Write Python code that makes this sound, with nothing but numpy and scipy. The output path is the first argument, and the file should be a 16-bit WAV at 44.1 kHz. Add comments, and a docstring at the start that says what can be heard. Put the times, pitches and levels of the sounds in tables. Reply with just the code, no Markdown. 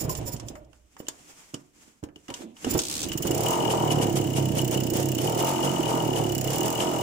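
"""A small single-cylinder two-stroke engine, close to the microphones in a garage.
It runs down and stalls (shaped rumble), is nudged over by the kick starter (damped knocks, air wheezing
past the piston), is kicked, and catches while the starter ratchet whirrs back as a train of clicks.
It then sputters on, each firing kicking the crank, whose angle times every periodic source: on each turn
gas hisses out at the head (gated noise), the cylinder rings and the exhaust port pops (excited resonances)."""
import sys
import numpy as np
from scipy import signal
from scipy.fft import rfft, irfft, next_fast_len
from scipy.io import wavfile
from scipy.ndimage import map_coordinates

SR = 44100
rng = np.random.default_rng(int(sys.argv[2]) if len(sys.argv) > 2 else 0)


def to_wav(sig):
    """Store sig (one row per channel, or 1-D mono) as 16-bit WAV at the path in sys.argv[1].

    Samples outside -1..1 are clipped; the rate is SR.
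    """
    pcm = np.clip(np.atleast_2d(sig), -1, 1) * 32767
    pcm = np.round(pcm).astype(np.int16)
    wavfile.write(sys.argv[1], SR, pcm.T)  # frames by channels


N = 309582
TIME = np.arange(N) / SR  # seconds
CATCH_S = 3.05  # time at which the engine catches

# The charge burns only now and then. Each row: time in seconds, relative level of the rattle in dB,
# half length in seconds, crank speed gained in turns per second.
FIRINGS = [(3.27, -39.0, 0.026, 7.6), (3.35, -42.0, 0.03, 10.2), (3.45, -39.0, 0.06, 15.2),
           (3.53, -38.0, 0.025, 1.6), (3.715, -30.5, 0.012, 6.2), (3.92, -28.0, 0.008, 2.7),
           (4.03, -29.5, 0.009, 2.9), (4.17, -28.0, 0.007, 4.5), (4.375, -32.0, 0.014, 5.4),
           (4.585, -32.0, 0.018, 5.2), (4.735, -32.0, 0.013, 5.5), (4.96, -33.0, 0.013, 6.3),
           (5.0, -36.0, 0.022, 3.3), (5.24, -37.0, 0.038, 13.7), (5.4, -31.5, 0.013, 10.3),
           (5.49, -33.5, 0.022, 6.0), (5.65, -32.0, 0.014, 7.9), (5.9, -35.5, 0.015, 6.8),
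           (6.175, -34.0, 0.016, 5.9), (6.45, -46.0, 0.03, 3.9), (6.535, -35.0, 0.035, 12.2),
           (6.66, -34.0, 0.013, 6.2), (6.815, -32.5, 0.02, 9.5)]
# The piston is pushed along without firing. Each row: time in seconds, half length in seconds,
# relative level of the rush of air in dB, relative level of the rumble in dB.
PUSHES = [(0.247, 0.18, -55, -66), (0.764, 0.038, -63, -74), (1.13, 0.16, -59.5, -58),
          (1.35, 0.18, -52.5, -70), (1.85, 0.086, -59.5, -65), (2.26, 0.064, -61, -69),
          (2.383, 0.037, -46.5, -50), (2.507, 0.042, -67, -55.5), (2.62, 0.033, -47.5, -68),
          (2.724, 0.041, -37.5, -28.5), (2.95, 0.081, -42.5, -42), (3.036, 0.064, -52, -34.5)]
# Resonances of the finned cylinder. Each row: centre in Hz, width in Hz, relative level in dB.
CYLINDER = [(2160, 2500, -23), (2903, 143, 3.5), (2971, 213, 0), (3470, 65, -19.5)]
# Spectrum of rushing air. 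Each row: frequency in Hz, relative density in dB per Hz.
RUSH = [(200, 8.5), (600, 8), (1200, 9), (1600, 7), (2200, 9), (3200, 7.5), (4000, 1.5), (5200, 7.5),
        (7200, 12), (8400, 7.5), (11000, -0.5), (14000, -3), (16000, -9)]
# Stereo balance of the head leak. Each row: frequency in Hz, left minus right in dB.
LEAK_LEAN = [(2500, -5), (4500, 7), (7000, -15), (8500, -2), (11000, -10), (14500, -19.5)]


def amp(db):
    """Decibels to an amplitude ratio."""
    return 10 ** (np.asarray(db) / 20)


def unit(x):
    """Normalise x to an rms of 1."""
    return x / np.sqrt(np.mean(x ** 2) + 1e-20)


def along(points, hz):
    """Interpolate (Hz, value) points on a logarithmic frequency axis."""
    f, v = np.transpose(points)
    return np.interp(np.log(hz + 1), np.log(f + 1), v)


def curves(rows):
    """Interpolate each column after the time linearly, one value per sample."""
    s, *columns = np.transpose(rows)
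    return [np.interp(TIME, s, column) for column in columns]


def wobble(rate):
    """Slow random modulation: a smooth curve through rate random knots a second."""
    knots = rng.standard_normal(int(N * rate / SR) + 4)
    return map_coordinates(knots, [TIME * rate])


def filtered(x, response):
    """Linear filtering: the spectrum of x times a complex response of frequency."""
    m = next_fast_len(N + SR // 2)
    hz = np.fft.rfftfreq(m, 1 / SR)
    return irfft(rfft(x, m) * response(hz), m)[..., :N]


def coloured(x, spectrum):
    """Spectral shaping by (Hz, dB) points, at rms 1."""
    return unit(filtered(x, lambda hz: amp(along(spectrum, hz))))


def resonate(x, modes):
    """Modal response: parallel second-order resonances of alternating sign, at rms 1."""
    def bank(f):
        total = 0
        for k, (centre, width, db) in enumerate(modes):
            damping = 1j * f * width
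            total = total + (-1) ** k * amp(db) * damping / (centre * centre - f * f + damping)
        return total
    return unit(filtered(x, bank))


def gliding(x, centre_hz, width_hz):
    """Heterodyning: a fixed low-pass pole on a moving carrier makes one sliding resonance, at rms 1."""
    carrier = np.exp(2j * np.pi * np.cumsum(centre_hz) / SR)
    pole = np.exp(-np.pi * width_hz / SR)
    return unit((signal.lfilter([1], [1, -pole], x / carrier) * carrier).real)


def spread(pair):
    """Partial coherence: two unrelated signals become left and right, alike in the bass."""
    # Each row: frequency in Hz, correlation of left and right.
    alike = [(30, 0.18), (70, 1), (180, 0.72), (350, 0.92), (600, 0.39), (1100, 0.19), (2500, 0.06),
             (8000, 0.011)]

    def mid_side_gains(hz):
        turn = np.arccos(np.clip(along(alike, hz), -1, 1)) / 2
        return np.array([np.cos(turn), np.sin(turn)])
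    mid, side = filtered(pair, mid_side_gains)
    return np.array([mid + side, mid - side])


def noise():
    """Stereo random noise, partly coherent between the channels."""
    return spread(rng.standard_normal((2, N)))


def panned(x, db):
    """Level difference between the channels: x leaning left by db."""
    return x * amp(np.array([[.5], [-.5]]) * db)


def leaning(x, lean):
    """Frequency-dependent level difference between the channels, with an overall gain of 0.91."""
    return filtered(x, lambda hz: panned(0.91, along(lean, hz)))


def swells(rows):
    """Gaussian envelopes, one for each (s, dB, half length) row, summed in power."""
    power = 0
    for s, db, half in rows:
        power = power + amp(db) ** 2 * np.exp(-np.minimum(((TIME - s) / half) ** 2, 60))
    return np.sqrt(power)


def add(track, s, sound):
    """Superposition: mix a sound in at time s."""
    start = max(round(s * SR), 0)
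    track[..., start:start + sound.shape[-1]] += sound[..., :N - start]


def level_running(gate):
    """Normalise a gate to rms 1 over the time after the engine catches."""
    return gate / np.sqrt(np.mean(gate[TIME > CATCH_S] ** 2))


def stroke(turns, centre, width, rest_db, scatter_db):
    """Periodic gating: opens once a turn around a crank angle, each time with new strength."""
    angle = turns - centre + .5
    size = amp(scatter_db * rng.standard_normal(256))[np.floor(angle).astype(int)]
    return level_running(size * np.exp(-((angle % 1 - .5) / width) ** 4) + amp(rest_db))


def blows(turns, angle, scatter_db):
    """Impulsive excitation: one sharp blow a turn at a crank angle, each of new strength."""
    count = np.arange(int(turns[-1]) + 1)
    at = np.searchsorted(turns, count + max(angle, 1e-6))
    strength = amp(scatter_db * rng.standard_normal(len(count)))
    return unit(np.bincount(at, strength, N + 1)[:N])


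def engine():
    """Crank-synchronous sources: exhaust, intake, burning, cylinder, leak (angle 0 = top of the stroke)."""
    cruise_speed = 36  # turns per second
    boom_delay_s, boom_half_s = 0.037, 0.023
    speed = crank()
    running = np.clip((TIME - CATCH_S) / 0.013, 0, 1)
    turns = np.cumsum(speed * (running > 0)) / SR
    octaves = np.log2(speed / cruise_speed)
    fired = swells([(s + boom_delay_s, 0, boom_half_s) for s, *_ in FIRINGS])
    # The throttle. Each row: time in seconds, relative exhaust level in dB,
    # intake roar at cruising speed in dB.
    throttle = [(3.05, -32.5, -53), (3.2, -30.5, -48), (3.28, -31, -29.5), (3.5, -26, -34.5),
                (3.7, -26.5, -32), (4.0, -22.5, -32.5), (4.2, -25.5, -37.5), (4.48, -24.5, -39.5),
                (5.15, -26, -38), (5.32, -28, -33), (5.6, -25.5, -38), (5.95, -26.5, -34),
                (6.2, -25.5, -35), (6.4, -27, -38.5), (6.65, -28, -38), (7.02, -28, -33)]
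    exhaust_db, intake_db = curves(throttle)
    flow = intake(turns)
    pops = amp(exhaust_db - 4.5) * exhaust(turns, fired)
    sources = pops + roar(flow, intake_db, octaves) + burn(flow)
    return running * (sources + cylinder_ring(turns, octaves) + wash(octaves) + head_leak(turns))


def crank():
    """Angular momentum: each firing kicks the crank (turns per second) and drag slows it exponentially."""
    catch_speed, drag_per_s = 24.2, 1  # turns per second; rate of the exponential slowing, per second
    kicks = 0
    for s, _, half, gain in FIRINGS:
        bell = np.exp(-np.minimum(((TIME - s) / half) ** 2, 60))
        kicks = kicks + gain * bell / (half * np.sqrt(np.pi))
    coasting = np.exp(-drag_per_s * np.maximum(TIME - CATCH_S, 0))
    return coasting * (catch_speed + np.cumsum(kicks / coasting) / SR)


def exhaust(turns, fired, port=0.1901, swing=0.4794, sway_db=2, throb_db=-8, boom_db=-7):
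    """Pipe resonance: a pulse and a gush each turn ring it over a harmonic throb, which booms after a firing."""
    # Resonances of exhaust and crankcase. Each row: centre in Hz, width in Hz, relative level in dB.
    pipe = [(62, 11, -21), (96, 17, -18), (124.3, 16, -2.5), (138.8, 13, 1.5), (202.4, 11.6, -0.5),
            (256.3, 28, -1.5), (328, 63, -0.5), (368.6, 34.4, 3), (392, 126, -8.5), (533, 193, -6.5),
            (572, 93, -5.5)]
    # The smooth pressure swing of each turn. Each row: multiple of crank speed, relative level in dB.
    orders = [(1, -9.5), (2, -7), (3, 2), (4, 1.5), (5, -6), (6, -12.5), (7, -10), (8, -7), (9, -7),
              (10, -4)]
    # The silencer's resonance: centre in Hz, width in Hz, relative level in dB.
    silencer = (143, 30, 0)
    fired_gain_db = 2.5
    rough = .35  # share of power in the gush
    gush = noise() * stroke(turns, centre=.33, width=.16, rest_db=-8, scatter_db=2) * (turns > 0)
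    pulses = blows(turns, port, scatter_db=2)
    pops = resonate(np.sqrt(1 - rough) * pulses + np.sqrt(rough) * unit(gush), pipe)
    throb = 0
    for k, db in orders:  # each order swells and fades at random
        phase = 2 * np.pi * k * (turns - swing) + .5 * wobble(3.028)
        throb = throb + amp(db + sway_db * wobble(9)) * np.cos(phase)
    throb = throb * (turns > 0)
    low = amp(throb_db) * unit(throb) + amp(boom_db) * resonate(throb, [silencer])
    return unit(pops + amp(fired_gain_db * fired) * low)


def intake(turns):
    """Modulated port flow: a buzz of crank harmonics mixed with turbulence, in three gusts a turn."""
    # Gas rushes as the ports open and close. Each row: crank angle in turns, half width in turns,
    # relative level in dB.
    port_gusts = [(.1, 0.096, -7.5), (0.449, 0.097, -0.5), (.78, .08, 0)]
    rough = .3  # share of power in the turbulence
    buzz = 0
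    for k in range(10, 40):
        phase = 2 * np.pi * (k * turns + rng.random((2, 1)))
        buzz = buzz + np.cos(phase) / (1 + (k / 25) ** 6)
    gusts = 0
    for centre, width, db in port_gusts:
        gusts = gusts + amp(db) * stroke(turns, centre, width, rest_db=-12.5, scatter_db=3.5)
    mixture = np.sqrt(1 - rough) * unit(spread(buzz)) + np.sqrt(rough) * unit(noise())
    return gusts * mixture * (turns > 0)


def roar(flow, intake_db, octaves):
    """Cavity resonance: the flow excites the air box and one rasping resonance that slides."""
    # Resonances of the air box. Each row: centre in Hz, width in Hz, relative level in dB.
    airbox = [(397, 180, 0), (593, 56, 5.5), (722, 230, 1), (895, 56, -3.5), (1214, 120, -9),
              (1520, 300, -16), (2080, 900, -25)]
    # The sliding resonance. Each row: time in seconds, centre in Hz, relative level in dB.
    rasp = [(3.2, 880, -42), (3.42, 925, -41.5), (3.53, 960, -29.5), (3.64, 887, -33), (3.85, 946, -30.5),
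            (3.95, 975, -33), (4.15, 930, -43.5), (4.5, 917, -38.5), (5.18, 893, -42), (5.35, 900, -37.5),
            (5.5, 892, -34), (5.7, 894, -41), (5.92, 922, -33.5), (6.2, 896, -38), (6.4, 910, -47),
            (6.7, 900, -38), (7.02, 955, -37.5)]
    # Balance of the air box. Each row: frequency in Hz, left minus right in dB.
    airbox_lean = [(450, 0.5), (700, 1), (900, 13.5), (1250, -7), (2000, -12)]
    db_per_octave = 7  # growth for each doubling of crank speed
    rasp_hz, rasp_db = curves(rasp)
    box = amp(intake_db + db_per_octave * octaves) * resonate(flow, airbox)
    rasping = amp(rasp_db - 4.5) * gliding(flow, rasp_hz, width_hz=86)
    return leaning(box + rasping, airbox_lean)


def burn(flow):
    """Transient combustion noise: a dull burst at each firing, made by shaping the port flow."""
    # Each row: frequency in Hz, relative density in dB per Hz.
    burst_spectrum = [(200, -21), (550, 5), (900, -8.5), (1300, -2.5), (2200, 0), (4000, -24)]
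    level_db, half_s = -37.5, 0.035
    bursts = swells([(s, level_db, half_s) for s, *_ in FIRINGS])
    return bursts * coloured(flow, burst_spectrum)


def cylinder_ring(turns, octaves):
    """Structure-borne ringing: grows with crank speed and with each hard slap of the piston."""
    # Times at which the piston slaps hard. Each row: time in seconds, gain in dB.
    hard_slaps = [(3.236, 3.5), (3.282, 2), (3.467, 11.5), (3.534, 5), (3.63, 4.5), (3.655, 6),
                  (3.703, 6.5), (3.91, 8.5), (4.018, 8), (4.372, 5.5), (4.59, 5.5), (4.75, 7.5),
                  (4.81, 4.5), (5.19, 9.5), (5.28, 5.5), (5.415, 3), (5.47, 4.5), (5.86, 10), (6.163, 4.5),
                  (6.512, 2.5), (6.625, 2.5), (6.665, 2.5), (6.806, 7.5), (6.828, -1)]
    ring_db, db_per_octave, half_s = -45.5, 5, 0.015  # level is that at cruising speed
    hard_db = sum(db * swells([(s, 0, half_s)]) for s, db in hard_slaps)
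    return amp(ring_db + db_per_octave * octaves + hard_db) * slap(turns)


def slap(turns, blow_db=-13):
    """Modal excitation: the piston scrapes and slaps the cylinder about the top of each stroke."""
    gate = stroke(turns, centre=0.0071, width=0.13, rest_db=-14.0, scatter_db=2.2)
    scrape = unit(noise() * gate * (turns > 0))
    slaps = amp(blow_db) * blows(turns, angle=.02, scatter_db=2)
    return panned(resonate(scrape + slaps, CYLINDER), db=11.0)


def head_leak(turns, leak_db=5.5, wide_db=-4, gap_sway_db=3):
    """Turbulent jet noise: puffs of gas through a shifting gap, whistling when narrow, broad when wide."""
    # The leak when the gap opens wide. Each row: frequency in Hz, relative density in dB per Hz.
    wide_leak = [(1500, -25), (3000, -16), (4200, -2), (5500, 4.5), (7200, 9.5), (9000, 2), (11000, -4),
                 (13500, -3), (15300, 9), (16200, -14)]
    gap_db = gap_sway_db * wobble(13)
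    narrow = amp(-.5 * gap_db) * hiss()
    wide = amp(wide_db + gap_db) * leaning(coloured(noise(), wide_leak), LEAK_LEAN)
    return amp(leak_db) * seal() * puffs(turns) * unit(narrow + wide)


def hiss():
    """Jet noise: gas through the narrow gap at the head, its balance varying with frequency."""
    # Each row: frequency in Hz, relative density in dB per Hz.
    leak_spectrum = [(1000, -7), (2500, -2), (4000, -3.5), (5500, 11), (6300, -2.5), (7100, 14),
                     (8500, -2.5), (9900, 9), (11000, -9), (12600, 4), (13600, -15), (14200, 0),
                     (14950, 11.5), (15800, -32)]
    return unit(leaning(coloured(noise(), leak_spectrum), LEAK_LEAN))


def seal():
    """Leakage past a seal: a steady seep and spells of blowing set the jet's strength."""
    # Spells of blowing. Each row: start in seconds, end in seconds, relative level in dB.
    spells = [(3.158, 3.522, -39.5), (4.59, 5.1, -42), (5.102, 5.515, -41.5), (6.307, 6.757, -40.5)]
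    seep_db, edge_s = -48, 0.06  # level between the spells; how fast a spell opens and closes
    strength = amp(seep_db)
    for start, end, db in spells:
        opened = np.clip(np.minimum(TIME - start, end - TIME) / edge_s + .5, 0, 1)
        strength = strength + (amp(db) - amp(seep_db)) * opened
    return strength


def puffs(turns):
    """Pressure-driven gating: each puff starts abruptly before the top of the stroke and fades."""
    start, rise, length = -.165, .005, .26  # turns of the crank
    angle = (turns - start) % 1
    return level_running(amp(wobble(30)) * (1 - np.exp(-angle / rise)) * np.exp(-(angle / length) ** 2))


def wash(octaves):
    """Broadband friction noise: chain and bearings, louder with crank speed."""
    level_db, db_per_octave = -41.5, 11  # level is that at cruising speed
    return amp(level_db + db_per_octave * octaves) * coloured(noise(), RUSH)


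def turning_over(lump_db=2.5):
    """Unfired rotation: low noise as the crank runs down or is pushed, and hisses at the head."""
    # Wheezes of compression strokes at the head, and a short hiss with the clack at 1.087 s.
    # Each row: time in seconds, relative level in dB, half length in seconds.
    head_hisses = [(.012, -34.5, 0.012), (.045, -42, 0.0084), (.097, -33, 0.0022), (.107, -36.5, 0.0077),
                   (.124, -39.5, 0.011), (.178, -41, 0.0095), (.28, -37, 0.012), (.334, -39.5, 0.01),
                   (.485, -56, 0.015), (.57, -65, 0.016), (1.0, -52, 0.0096), (1.087, -31, 0.0012),
                   (2.712, -31, 0.0081), (2.742, -32.5, 0.0051), (2.781, -31, 0.0043)]
    # Spectra of the running down and of the pushed crank.
    # Each row: frequency in Hz, relative density in dB per Hz.
    rumble_spectrum = [(20, -15), (40, -8), (60, 2), (85, -2.5), (120, 6), (190, -7.5), (300, -0.5),
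                       (450, -9.5), (600, -5.5), (800, -12), (1500, -30), (3000, -25), (8000, -67)]
    grind_spectrum = [(25, -24), (70, 3), (130, -1.5), (300, 7), (500, -8.5), (800, -7.5), (1500, -32),
                      (3000, -13), (8000, -51)]
    rundown_db, stall_s, power = -33.5, 0.8, 1.47  # rumble follows this power of the falling speed
    rundown = amp(rundown_db) * np.clip(1 - TIME / stall_s, 0, 1) ** power
    pushed = swells([(s, db, half) for s, half, _, db in PUSHES])
    rumble = rundown * coloured(noise(), rumble_spectrum) + pushed * coloured(noise(), grind_spectrum)
    lumps = amp(lump_db * (wobble(30.5) - 0.5))
    return rumble * lumps + amp(5.0) * swells(head_hisses) * hiss()


def rush(eddy_db=-2.1):
    """Turbulent flow: air drawn slowly past the piston on each push, in uneven gusts."""
    drawn = swells([(s, db, half) for s, half, db, _ in PUSHES])
    return drawn * amp(0.5 + eddy_db * wobble(39.92)) * coloured(noise(), RUSH)


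def clacks(knock_t60=0.063, ring_t60=0.028, crack_t60=0.044, attack_s=0.00047):
    """Impact: each contact excites a knock of the casing, a ring of the cylinder and a short crack."""
    # Metal contacts of starter and gears. Each row: time in seconds, relative level in dB, then the
    # relative levels of knock, cylinder ring and crack in dB, and left minus right in dB.
    contacts = [(0.0948, -28.5, -24, -23, -13.5, -7), (0.1506, -27, -22, -19, -3, -2),
                (0.2119, -43, -24, -12, -4, -2.0), (0.364, -38, -32, -20, -1, -2),
                (0.398, -32, -20, -30, -5.5, -5), (0.484, -28.5, -37, -23, -5.5, -3.5),
                (0.5534, -44.5, -3.5, -19, -5, 1), (0.6464, -63, -22, -21, -2, -9),
                (0.7303, -88.5, 20, 24.5, 21, -16), (0.966, -48.5, -5.5, -16, -6, 0),
                (1.001, -43.5, -13, -15, -17, -5), (1.068, -46, -30, -6, -12, -5),
                (1.189, -59, -12, -20, -12, -2), (1.0835, -23.5, -22, -23, -4, 2.5),
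                (1.542, -29, -22, -13, -4, -1), (2.0373, -36.5, -22.5, -16, -9, 8.5),
                (2.087, -54, -6, -16, -14, -5), (2.159, -46.5, -38, -4.5, -6, 2),
                (2.282, -38.5, -10.5, -8.5, -5, -2), (2.302, -35.5, -13, -4.5, -6, 4),
                (2.3401, -25, -30, -16.5, -6, 0), (2.567, -40, -22, -12, -14, 3),
                (2.6452, -27, -15, -12.5, -4.5, 2), (2.79, -13, -26, -33, -4.5, 3),
                (3.0358, -24, -23, -20, -4, 0), (3.1174, -25, -20, -8, -5, -2)]
    # Spectra of knock and crack. Each row: frequency in Hz, relative density in dB per Hz.
    knock_spectrum = [(100, -33), (350, -1), (1000, 7.5), (2000, 2), (2800, -8), (5000, -40)]
    crack_spectrum = [(1500, -27), (3200, 11.5), (4200, 4), (5200, 12.5), (6800, 14.5), (8300, 11),
                      (11000, -4), (13000, -4), (16000, -18)]
    knock, ring, crack = np.zeros((3, 2, N))
    t = np.arange(SR // 4) / SR
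    for s, db, knock_db, ring_db, crack_db, pan_db in contacts:
        blow = panned(amp(db) * (1 - np.exp(-t / attack_s)), pan_db)
        add(knock, s, blow * amp(knock_db + 8.5 - 60 * t / knock_t60))
        add(ring, s, blow * amp(ring_db + 10.5 - 60 * t / ring_t60))
        add(crack, s, blow * amp(crack_db + 2.0 - 60 * t / crack_t60))
    knocking = knock * coloured(noise(), knock_spectrum)
    ringing = ring * resonate(noise(), CYLINDER)
    return knocking + ringing + crack * coloured(noise(), crack_spectrum)


def thumps(puff_lasts=1.7, hardness_db=3):
    """Damped oscillation: swings of the engine's mass with a puff of air, stronger at higher pitch."""
    # Dull knocks and chuffs of the crankcase. Each row: time in seconds, relative level in dB,
    # pitch in Hz, time of the swing's 60 dB decay in seconds.
    knocks = [(.012, -29, 320, 0.042), (0.029, -25.5, 193, 0.033), (.048, -17, 99, 0.045),
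              (0.08, -26, 152, 0.091), (.183, -24, 70.5, 0.053), (0.256, -27.5, 78, 0.063),
              (.34, -24.5, 124, 0.057), (0.501, -35, 248, 0.047), (1.002, -28.5, 430, 0.013),
              (1.02, -52, 290, 0.059), (1.0842, -30.5, 500, .015), (1.537, -33, 290, .035),
              (1.541, -24.5, 135, 0.024), (1.877, -49, 242, .04), (2.028, -25, 158, 0.023),
              (2.036, -29.5, 284, 0.048), (2.16, -43.5, 292, 0.054), (2.289, -32, 268, 0.045),
              (2.308, -33.5, 354, 0.051), (2.407, -35, 262, .04), (2.646, -23, 359, 0.027),
              (2.667, -19.5, 256, 0.043), (2.748, -15, 320, 0.045), (2.751, -15.5, 104, 0.048),
              (2.77, -25.5, 340, 0.045), (2.888, -34.5, 298, 0.091), (2.984, -36, 218, 0.043),
              (3.151, -24.5, 143, 0.086), (3.201, -19, 146, 0.039), (3.251, -19.5, 338, 0.066),
              (3.305, -19, 337, 0.046)]
    swing, puff = np.zeros((2, N))
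    t = np.arange(SR // 4) / SR
    for s, db, hz, t60 in knocks:
        rise = 1 - np.exp(-(3 * hz * t) ** 2)
        add(swing, s, rise * amp(db + 3.5 - 60 * t / t60) * np.sin(2 * np.pi * hz * t))
        puff_db = db - 4.0 + hardness_db * np.log2(hz / 300)
        add(puff, s, rise * amp(puff_db - 60 * t / (puff_lasts * t60)))
    air = coloured(noise(), [(30, -20), (80, -4.0), (300, 3.5), (600, -2.0), (1200, -14.5), (3000, -31.5)])
    return swing + puff * air


def ratchet(tooth_decay=0.44):
    """Repeated impact: the starter pawl drops off one tooth after another as it springs back."""
    # Each row: time in seconds, teeth per second, relative level in dB.
    whirr = [(2.80, 55, -29.5), (2.87, 63, -31.5), (2.91, 72, -28), (3.0, 80, -29.5), (3.037, 76, -28),
             (3.05, 100, -32), (3.08, 90, -45)]
    rate, db = curves(whirr)
    moving = (TIME > whirr[0][0]) & (TIME < whirr[-1][0])
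    teeth = np.cumsum(rate * moving) / SR
    clicks = np.exp(-(teeth % 1) / tooth_decay) * moving  # decay in tooth spacings
    steel = [(1200, -61), (2400, 2.5), (3200, 8.5), (8000, 12.5), (11000, 0.5), (16000, -1)]
    return amp(db + 3.5) * clicks * coloured(noise(), steel)


def rattle(level_db=2.0, grain_db=1.0):
    """Dense random impacts: each firing shakes loose metal, heard as a short burst of grainy noise."""
    # Each row: frequency in Hz, relative density in dB per Hz.
    metal = [(150, -19), (700, 16), (1700, 1.5), (3200, 9), (4000, -0.5), (5200, 5.5), (6800, 8),
             (8300, 6.5), (11000, 3), (13000, -1), (16000, -40)]
    chatter = noise() * amp(grain_db * wobble(900))
    bursts = swells([(s, db + level_db, half) for s, db, half, _ in FIRINGS])
    return bursts * panned(coloured(chatter, metal), db=-0.5)


def groans(waver=0.82, flutter_db=3):
    """Frictional vibration: short tones with randomly modulated phase (radians) and strength."""
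    # Frame and gears groan and ring while the crank creeps. Each row: time in seconds,
    # relative level in dB, half length in seconds, pitch in Hz.
    tones = [(0.1, -24, 0.0052, 1042), (0.204, -36.5, 0.043, 133.1), (0.283, -36, 0.009, 562),
             (0.281, -37, 0.0066, 965), (0.348, -47, 0.29, 60.2), (0.43, -42, 0.032, 116),
             (0.584, -44, 0.037, 599), (0.75, -72, 0.1, 598), (2.041, -31.5, 0.005, 85),
             (2.087, -49, 0.011, 317), (2.317, -41.5, 0.0098, 956), (2.46, -41.5, 0.021, 223.3),
             (2.445, -41, 0.012, 340), (2.532, -48, 0.01, 238), (2.676, -22.5, 0.012, 265.6),
             (2.72, -42, 0.027, 300), (2.769, -29, 0.014, 149.7)]
    drift = waver * wobble(70)
    flutter = unit(amp(flutter_db * wobble(90)))
    total = 0
    for s, db, half, hz in tones:
        total = total + swells([(s, db, half)]) * np.sin(2 * np.pi * hz * TIME + drift)
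    return flutter * total


def scrapes(grain_db=3):
    """Dry friction: the steel starter lever rubs on its shaft in short, grainy strokes of noise."""
    # Each row: time in seconds, level in dB, half length in seconds.
    rubs = [(2.3, -39, 0.0076), (2.355, -61, 0.022), (2.42, -44.5, 0.016), (2.47, -62, 0.022)]
    # Each row: frequency in Hz, relative density in dB per Hz.
    rub_spectrum = [(250, -19), (500, 9), (900, -6), (2000, -18), (3500, -8), (8000, -45)]
    return swells(rubs) * coloured(noise() * amp(grain_db * wobble(270)), rub_spectrum)


def garage(x):
    """Reverberation: the walls answer with decaying noise, each frequency at its own rate."""
    # Each row: frequency in Hz, time of 60 dB decay in seconds.
    decay = [(100, 0.47), (600, 0.47), (3000, 0.091), (12000, 0.21)]
    # Each row: frequency in Hz, level of the walls' answer in dB.
    wet = [(100, -13.5), (1000, -9), (4000, -7), (14000, -21)]
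    hz, t, z = signal.stft(rng.standard_normal((2, SR // 2)), SR, nperseg=256)
    tail = signal.istft(z * amp(-60 * t / along(decay, hz)[:, None]), SR, nperseg=256)[1]
    tail = np.pad(tail / np.linalg.norm(tail[0]), ((0, 0), (SR // 200, 0)))  # 5 ms before the walls answer
    answer = spread(signal.fftconvolve(x, tail, axes=1)[:, :N])
    return filtered(answer, lambda hz: amp(along(wet, hz)))


def floor():
    """Ambient noise: the faint steady still air of the room."""
    level_db = -72.5
    return amp(level_db) * coloured(noise(), [(30, 20), (300, 10), (1500, -2), (6000, -8), (16000, -9)])


def scene(lag_s=0.000322):
    """Arrival-time difference: all sources in the garage reach the nearer, right microphone first."""
    # Balance of all the sources. Each row: frequency in Hz, left minus right in dB.
    lean = [(40, -5), (130, -4), (350, -7), (700, -1.5), (1300, -0.5), (2400, 0), (4400, -2.5), (8300, 1),
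            (15000, -1)]
    near = engine() + turning_over() + rush() + groans() + scrapes()
    near = near + rattle() + ratchet() + clacks() + thumps()
    both = leaning(near + garage(near), lean) + floor()
    half_lags = lag_s * np.array([[.5], [-.5]])
    return filtered(both, lambda hz: np.exp(-2j * np.pi * hz * half_lags))


def record(dry):
    """Band limiting: a very steep low-pass filter."""
    top_hz = 15750
    return filtered(dry, lambda hz: 1 / np.sqrt(1 + (hz / top_hz) ** 120))


dry = scene()
out = record(dry)
to_wav(out)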